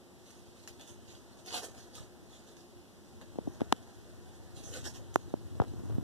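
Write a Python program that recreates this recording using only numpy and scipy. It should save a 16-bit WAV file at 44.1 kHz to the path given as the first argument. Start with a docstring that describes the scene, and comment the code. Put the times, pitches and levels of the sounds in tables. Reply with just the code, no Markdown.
"""A cat dragging paper

In a small, quiet room a cat on a rug bites and drags a sheet of paper. The sheet rustles with
each tug, rings as it slides and snaps where a crease flips over. The hand holding the phone
shifts: the grip rumbles, a fingertip scuffs and the case pops beside one of the two microphones.
The phone widens its stereo by subtracting a delayed copy of each mic from the other."""
import sys
import numpy as np
from scipy import signal
from scipy.fft import rfft, irfft, next_fast_len
from scipy.io import wavfile
from scipy.ndimage import uniform_filter1d, map_coordinates

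SR = 44100
rng = np.random.default_rng(int(sys.argv[2]) if len(sys.argv) > 2 else 0)


def bounce(signal):
    """Save signal as a 16-bit WAV file at the path given by the first command-line argument."""
    frames = np.transpose(np.atleast_2d(signal))
    limited = np.clip(frames, -1, 1)
    pcm = np.round(limited * 32767).astype(np.int16)
    wavfile.write(sys.argv[1], SR, pcm)


N = 266210

# Tone colours, as lists of f/Hz, relative level/dB
AIR_SPECTRUM = [(20, -24), (65, 2), (110, 4), (150, -3.5), (220, 3.5), (290, -2.5), (420, -6.5), (520, -10),
                (1000, -17.5), (2200, -24), (5000, -22.5), (10000, -27), (14500, -33)]  # the room's air
HAND_SPECTRUM = [(20, 2), (40, -22), (65, 12.5), (84, 2.5), (110, -13), (135, 0), (200, 0.5), (330, -1),
                 (500, -18.5), (1000, -24.5), (3000, -42)]  # the rumbling grip
SKIN_SPECTRUM = [(100, -2), (450, 3.5), (1100, -5.5), (2000, -11), (3500, -18.5), (7000, -25), (14000, -30)]  # a slipping fingertip
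FIBRE_SPECTRUM = [(500, -15), (1200, -5.5), (1850, -1.5), (2400, -1), (3000, 2.5), (4400, 3.5),
                  (5300, -1.5), (6400, 5), (7400, -1.5), (9000, -3), (12000, -9.5), (14500, -27)]  # hissing paper fibres
SHEET_SPECTRUM = [(100, -16), (280, 7.5), (480, 8.5), (580, 4), (700, 4), (900, 0.5), (1100, -8.5),
                  (1450, -4), (1900, -5.5), (2500, -70), (4000, -30)]  # the whole sheet flexing
# How long the room's echo lasts: f/Hz, time to fade by 60 dB/s
ROOM_DECAY = [(200, 0.052), (2000, 0.077), (12000, 0.14)]
# The hand's rumble as its grip changes: t/s, level/dB
GRIP_LEVELS = [(0.0, -76), (0.45, -74.5), (1.14, -69), (1.28, -71.5), (2.02, -69.5), (2.17, -73),
               (2.86, -73.5), (3.01, -71.5), (3.5, -63), (3.83, -68.5), (4.15, -67), (4.52, -65.5),
               (4.84, -59), (4.98, -64), (5.14, -64), (5.43, -62), (5.88, -54), (6.04, -53)]
# A fingertip scuffing the case: t/s, length/s, level/dB, side (0 left, 1 right)
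FINGER_SCUFFS = [(3.612, 0.032, -48, .2), (3.725, 0.0025, -14, .2), (5.609, 0.01, -47.5, .1),
                 (5.622, 0.053, -47.5, 0.18), (5.915, 0.073, -53.5, 0.95)]
# Pops of the case: t/s, level/dB, edge sharpness/Hz, muffling/Hz, bass cut/Hz, ring amount,
# ring pitch/Hz, crack against push/dB, rebound (0-1), side (0 left, 1 right)
CASE_POPS = [(1.135, -47, 560, 1500, 180, 1.3, 265, -20, 0, .1),
             (2.0034, -38, 110, 1500, 44, .1, 265, -35, 0, 1),
             (3.357, -36, 730, 1800, 65, 2.4, 265, -9, 0.2, .09),
             (3.3861, -20, 534, 990, 390, 1.5, 220, -12, 0, 0.068),
             (3.473, -27, 526, 960, 190, 0.28, 265, -32, 0.3, .096),
             (3.4757, -22.5, 286, 1050, 170, 0.4, 270, -31, 0.1, .085),
             (3.6072, -29, 1150, 3000, 100, 2.1, 265, 0, 0, 1),
             (3.608, -30, 450, 1190, 55, 1.2, 263, 6, 0, 0.099),
             (3.6165, -15.5, 577, 1040, 23, 1.3, 253, -6.5, .15, 0.053),
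             (3.7253, -12.5, 820, 2970, 95, 1.54, 236, 11, 0.32, 0.097),
             (5.1587, -6, 1180, 3680, 110, 0.76, 357, -4.5, 0.11, 0.92),
             (5.3394, -17, 410, 2400, 290, 0.72, 587, -19, 0.27, 0.97),
             (5.6002, -10.5, 910, 3800, 14, 1.5, 266, -43, 0.05, 0.038),
             (5.6035, -17, 122, 2000, 10, .085, 265, -33, 0, 0.059),
             (5.6184, -20, 890, 1880, 67, .13, 265, -7, 0, 0.18),
             (5.6206, -19, 644, 1710, 78, 0.62, 740, -14, 0, .2),
             (5.64, -38, 795, 1700, 150, 0.57, 265, -12, 0, 0.18),
             (5.835, -33, 318, 1500, 79, 0.74, 265, -14, 0.2, 1),
             (5.899, -33.5, 596, 1600, 170, 0.98, 344, -5, 0, 0.69),
             (5.982, -19.5, 236, 1190, 130, 0.32, 270, -15.5, 0, 1)]
# A faint tick of the case: the same columns without t and side
CASE_TICK = (-44, 420, 1500, 170, -4.5, 246, -16, 0.5)
# Faint rustle between tugs: t/s, soft paper hiss/dB, low noise from the hand on the phone/dB
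BACKGROUND_RUSTLE = [(0, -102, -72), (.5, -67, -67), (1.9, -67.5, -58.5), (2.2, -74, -61.5),
                     (2.85, -72.5, -71.5), (3.5, -66.5, -57), (4.4, -66.5, -59), (6.04, -67, -62)]
# Tugs on the sheet: fastest moment t/s, length/s, hiss/dB, flexing against hiss/dB, treble tilt/dB
SHEET_TUGS = [(0.312, 0.27, -61, -7, 1), (0.625, 0.21, -62.5, -17, 0), (0.686, 0.026, -53, -15, -12),
              (0.806, 0.033, -54.5, 4.5, -2), (0.882, 0.069, -52.5, -4, 5.5), (1.107, 0.11, -55, -21, -2),
              (1.392, 0.022, -59.5, -8, 5), (1.477, 0.036, -46.5, -1.5, -6), (1.546, 0.061, -34.5, -2, -2),
              (1.634, 0.036, -40, -1, 3.5), (1.674, 0.21, -60, 2, 1), (1.786, 0.064, -51.5, 0, 3),
              (1.974, 0.087, -51, -9, -1), (2.337, 0.15, -59.5, -3, 1), (2.478, 0.12, -63.5, 1.5, 3),
              (2.581, 0.057, -58.5, -5, -2), (3.219, 0.016, -59, 13, -14), (4.579, 0.056, -50.5, -1.5, 3.5),
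              (4.68, 0.12, -50, -1.5, 5), (4.757, 0.063, -45, 0.5, 0), (4.862, 0.052, -42, 0.5, 4),
              (4.955, 0.039, -47.5, -6, 1.5)]
# Brief notes of the bent, sliding sheet: t/s, length/s, f/Hz, level/dB
SHEET_RINGS = [(1.475, 0.051, 6350, -52), (1.514, .018, 1570, -51), (1.545, .03, 4200, -38),
               (1.56, 0.05, 735, -41), (1.634, 0.028, 466, -51), (1.978, 0.045, 1220, -61.5),
               (3.22, 0.017, 610, -52.5), (4.66, 0.062, 6300, -50.5), (4.744, 0.046, 1510, -52.5),
               (4.765, 0.031, 7900, -48.5), (4.867, 0.024, 1670, -47.5), (4.868, 0.039, 5470, -47),
               (5.14, 0.013, 6300, -49)]
# Creases flipping over: t/s, level/dB, brightness/Hz
CREASE_SNAPS = [(0.676, -20, 3520), (0.69, -36, 3500), (0.7967, -33, 4000), (0.811, -29.5, 4000),
                (1.4611, -27.5, 7100), (1.475, -37, 4500), (1.507, -23, 2000), (1.544, -20.5, 4000),
                (1.575, -21, 5000), (1.633, -26.5, 5000), (1.646, -31, 5000), (1.954, -25.5, 5470),
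                (3.2137, -31, 700), (4.7394, -24.5, 4470), (5.142, -27.5, 6000)]
# How much of each mic is subtracted from the other: f/Hz, share (0-1)
CROSSFEED_SHARE = [(100, 0.84), (1200, 0.84), (2050, 1), (2550, 1), (3500, 0.7), (4600, 0.41), (7000, 0.15),
                   (14000, 0.023)]

MIC_GAP_S = 1 / 2280  # time sound takes to travel from one mic to the other


def amp(db):
    """Turn decibels into a gain."""
    return 10 ** (np.asarray(db) / 20)


def unit(x):
    """Scale a sound to an average strength (rms) of 1."""
    return x / np.sqrt(np.mean(x ** 2) + 1e-20)


def along(points, hz):
    """Read between a table's points on a log frequency scale."""
    freqs, values = np.transpose(points)
    return np.interp(np.log(hz + 1), np.log(freqs + 1), values)


def curves(rows):
    """Turn each column after the time into one value per sample."""
    times, *columns = np.transpose(rows)
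    return [np.interp(np.arange(N) / SR, times, column) for column in columns]


def wobble(rate):
    """A smooth curve through `rate` random points a second."""
    return map_coordinates(rng.standard_normal(int(N * rate / SR) + 4), [np.arange(N) * rate / SR])


def swell(s, length, rise=0.4, steepness=1.34):
    """The power of one slide: it climbs quickly to 1 at time s, then falls more slowly."""
    t = np.arange(N) / SR
    away = np.maximum((s - t) / rise, (t - s) / (1 - rise)) / length
    return np.exp(-2 * np.minimum(away, 10) ** steepness)


def filtered(x, response):
    """Change each frequency's strength and timing by response(hz)."""
    n = x.shape[-1]
    padded = next_fast_len(n + SR // 4)
    return irfft(rfft(x, padded) * response(np.fft.rfftfreq(padded, 1 / SR)), padded)[..., :n]


def delay(hz, s):
    """The response that makes a sound s seconds late."""
    return np.exp(-2j * np.pi * hz * s)


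def coloured(x, spectrum):
    """Give a sound a tone colour, at strength 1."""
    return unit(filtered(x, lambda hz: amp(along(spectrum, hz))))


def narrow(x, hz, half_width_hz):
    """Keep a narrow band around one pitch, at strength 1."""
    return unit(filtered(x, lambda f: 1 / (1 + ((f - hz) / half_width_hz) ** 2)))


def add(track, s, sound):
    """Mix a sound into a track at time s."""
    part = track[..., round(s * SR):][..., :sound.shape[-1]]
    part += sound[..., :part.shape[-1]]


def slips(rate, spread_db, smooth):
    """Rubbing: about `rate` tiny, uneven slips a second on top of smooth noise."""
    sizes = rng.standard_normal(N) * amp(spread_db * rng.standard_normal(N))
    return unit(sizes * (rng.random(N) < rate / SR)) + smooth * rng.standard_normal(N)


def mic_gains(side):
    """How strongly a touch on the case reaches the left and right mics."""
    return np.array([[1 - side], [side]]) / np.hypot(1 - side, side)


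def diffuse(pair):
    """Sound from all around: only long waves are alike at both mics."""
    signs = np.array([[1], [-1]])
    mid, side = filtered(pair, lambda hz: np.sqrt((1 + signs * np.sinc(2 * hz * MIC_GAP_S)) / 2))
    return np.array([mid + side, mid - side])


def wall_echo(x, size=8192):
    """The short echo changes as the sheet moves, so each stretch of sound gets its own tail."""
    out, window = np.zeros((2, N)), signal.get_window("hann", size)
    for start in range(0, N - size, size // 2):
        hz, t, noise = signal.stft(rng.standard_normal((2, SR // 5)), SR, nperseg=256)
        fade = amp(-60 * t / along(ROOM_DECAY, hz)[:, None])
        tail = signal.istft(noise * fade, SR, nperseg=256)[1]
        stretch = window * x[start:start + size]
        add(out, start / SR, signal.fftconvolve(stretch[None], tail / np.linalg.norm(tail[0]), axes=1))
    return diffuse(out)


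def in_room(x, direct_db, echo_db, shade_db, left_lag_s=.00004):
    """Sound reaches the right mic first, then echoes; the phone's shade tips the treble to the right."""
    direct = np.array([filtered(x, lambda hz: delay(hz, left_lag_s)), x])
    shade = lambda hz: amp(np.array([[-1], [1]]) * shade_db * hz / (hz + 2500))
    return filtered(amp(direct_db) * direct + amp(echo_db) * wall_echo(x), shade)


def room_tone(air_db=-56.0, hum_db=-63.5, hum_hz=354):
    """Quiet air with a wavering hum."""
    air = amp(air_db) * coloured(diffuse(rng.standard_normal((2, N))), AIR_SPECTRUM)
    return air + amp(hum_db) * narrow(rng.standard_normal(N), hum_hz, half_width_hz=9)


def grip_rumble(left_db=2, right_db=-12.5, drone_hz=102):
    """The hand creeps on the case: a rumble with a low drone, stronger at the left mic."""
    level_db = curves(GRIP_LEVELS)[0] + 14  # the stereo widening cancels much of this
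    shudder = slips(rate=300, spread_db=-1, smooth=1) + 0.39 * rng.standard_normal((2, N))
    tremor_db = 1.5 * wobble(14)
    rumble = amp(tremor_db - 4) * coloured(shudder, HAND_SPECTRUM)
    drone_db = -4 + 0.41 * (level_db + 55)  # stands out more as the grip tightens
    drone = amp(drone_db) * narrow(shudder, drone_hz, half_width_hz=16)
    return amp(level_db) * amp([[left_db], [right_db]]) * (rumble + drone)


def finger_scuffs():
    """A fingertip slips on the case with a short, dull crunch."""
    grit = coloured(slips(rate=1800, spread_db=7.5, smooth=.4), SKIN_SPECTRUM)
    return grit * sum(amp(db) * np.sqrt(swell(s, length)) * mic_gains(side)
                      for s, length, db, side in FINGER_SCUFFS)


def case_ticks(count=7, spread_db=8):
    """Rows for faint extra pops at random moments, likelier while the grip is tight."""
    effort = np.cumsum(amp(curves(GRIP_LEVELS)[0]))
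    db, *tone = CASE_TICK
    return [(np.searchsorted(effort, when * effort[-1]) / SR, db + spread_db * (2 * force - 1), *tone, side)
            for when, force, side in rng.random((count, 3))]


def case_push(t, edge_hz, muffle_hz, bass_hz, ring, ring_hz, hole_hz=100, width_hz=90):
    """One push makes the case thump and ring briefly, muffled by the soft fingertip."""
    def response(hz):
        rounded = 1 / ((1 + 1j * hz / edge_hz) * (1 + 1j * hz / edge_hz - (hz / edge_hz) ** 2))
        released = 1j * hz / (bass_hz + 1j * hz)  # letting go quickly thins the bass
        mic_hole = hz ** 2 / (hole_hz ** 2 - hz ** 2 + 1j * hz * width_hz)  # slow pressure leaks away
        ringing = 1j * hz * width_hz / (ring_hz ** 2 - hz ** 2 + 1j * hz * width_hz)
        return rounded * released * mic_hole * (1 + ring * ringing)
    fingertip = signal.butter(4, muffle_hz, fs=SR, output="sos")
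    push = signal.sosfilt(fingertip, filtered(1. * (t == 0), response))
    return push / np.abs(push).max()


def case_crack(t, top_hz, decay_s=.003):
    """The sharp edge of a pop: a click with a trace of noise."""
    burst = (t == 0) + .05 * rng.standard_normal(len(t)) * amp(-60 * t / decay_s)
    crack = filtered(burst, lambda hz: 1j * hz / (1400 + 1j * hz) / (1 + 1j * hz / top_hz) ** 2)
    return crack / np.linalg.norm(crack)


def case_pops(rebound_s=0.00181, far_hz=350, air_leak_db=-13, widening_db=-9):
    """Each pop is a push and a crack; the case may then spring back with a duller copy."""
    out, t = np.zeros((2, N)), np.arange(SR // 16) / SR
    for row in CASE_POPS + case_ticks():
        s, db, edge_hz, muffle_hz, bass_hz, ring, ring_hz, crack_db, rebound, side = row
        push = case_push(t, edge_hz, muffle_hz, bass_hz, ring, ring_hz)
        crack = amp(crack_db) * case_crack(t, top_hz=1.5 * muffle_hz)
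        spring_back = lambda hz: 1 - rebound * delay(hz, rebound_s) / (1 + (hz / 1800) ** 2)
        pop = filtered(push + crack, spring_back)
        gains = mic_gains(side)
        # The far mic gets the dull part of the pop, plus a little of the crack through the air.
        # For left-side pops the stereo widening puts a stronger, late, upside-down crack there instead.
        through_case = lambda hz: gains / (1 + 1j * hz * (gains.max() - gains) / far_hz)
        leak = lambda hz: -amp(widening_db) * delay(hz, MIC_GAP_S) if side < .5 else amp(air_leak_db)
        far_crack = (gains < gains.max()) * filtered(crack, leak)
        add(out, s, amp(db) * (filtered(pop, through_case) + far_crack))
    return out


def crease_snaps(decay_s=0.004, splinter=.15):
    """A crease flips over with one sharp crack and a few splintering fibres."""
    out, t = np.zeros(N), np.arange(SR // 20) / SR
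    for s, db, bright_hz in CREASE_SNAPS:
        splinters = splinter * rng.standard_normal(len(t)) * amp(-60 * t / decay_s)
        burst = coloured((t == 0) + splinters, FIBRE_SPECTRUM)
        crack = filtered(burst, lambda hz: 1j * hz / (bright_hz + 1j * hz) ** 2)
        add(out, s, amp(db) * crack / np.abs(crack).max())
    return out


def paper_rings():
    """Rubbing makes the sheet ring at whichever pitch its bend favours."""
    friction = slips(rate=2000, spread_db=6, smooth=0.72)
    return sum(amp(db) * np.sqrt(swell(s, length)) * narrow(friction, hz, half_width_hz=0.066 * hz)
               for s, length, hz, db in SHEET_RINGS)


def cat_tugs():
    """Each tug swells above the faint background: gives hiss, low tones and treble tilt in dB."""
    hiss, low = amp(curves(BACKGROUND_RUSTLE)) ** 2
    tilt = np.zeros(N)
    for s, length, db, flex_db, tilt_db in SHEET_TUGS:
        power = amp(db) ** 2 * swell(s, length)
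        hiss += power
        low += power * amp(flex_db) ** 2
        tilt += power * tilt_db
    return 10 * np.log10(hiss), 10 * np.log10(low), tilt / hiss


def sheet_bending(x, depth_db=2.5):
    """As the sheet bends, patches of its tone grow louder and softer."""
    bands = signal.stft(x, nperseg=512)[2]
    patches = uniform_filter1d(rng.standard_normal(bands.shape), size=7, axis=0)  # blur over pitch
    patches = uniform_filter1d(patches, size=6, axis=1)  # blur over time
    return unit(signal.istft(bands * amp(depth_db * unit(patches)), nperseg=512)[1][:N])


def paper_rustle(split_hz=4600):
    """Fibres hiss, brighter when an edge scrapes; the flexing sheet and the hand add low tones."""
    hiss_db, low_db, tilt_db = cat_tugs()
    catch_db = 1.3 * wobble(160)  # the sheet catches and lets go
    fibres = sheet_bending(coloured(slips(rate=3000, spread_db=5.8, smooth=0.62), FIBRE_SPECTRUM))
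    dull = filtered(fibres, lambda hz: 1 / (1 + (hz / split_hz) ** 6))
    bright = fibres - dull
    hiss = amp(hiss_db + catch_db) * (dull * amp(-tilt_db / 2) + bright * amp(tilt_db / 2))
    low_tones = coloured(slips(rate=2000, spread_db=1.5, smooth=0.6), SHEET_SPECTRUM)
    return hiss + amp(low_db + catch_db - 1.5) * low_tones


def scene():
    """Everything that reaches the two mics."""
    sheet = in_room(paper_rustle() + paper_rings(), direct_db=-9, echo_db=-2, shade_db=4)
    snaps = in_room(crease_snaps(), direct_db=-8.5, echo_db=-3.5, shade_db=0)
    return sheet + snaps + case_pops() + finger_scuffs() + grip_rumble() + room_tone()


def record(dry, top_hz=14700):
    """The phone subtracts a delayed copy of each mic from the other, then cuts the highest treble."""
    crossfeed = lambda hz: np.clip(along(CROSSFEED_SHARE, hz), 0, .99) * delay(hz, MIC_GAP_S)
    widened = dry - filtered(dry[::-1], crossfeed)
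    return filtered(widened, lambda hz: 1 / np.sqrt(1 + (hz / top_hz) ** 120))


dry = scene()
out = record(dry)
bounce(out)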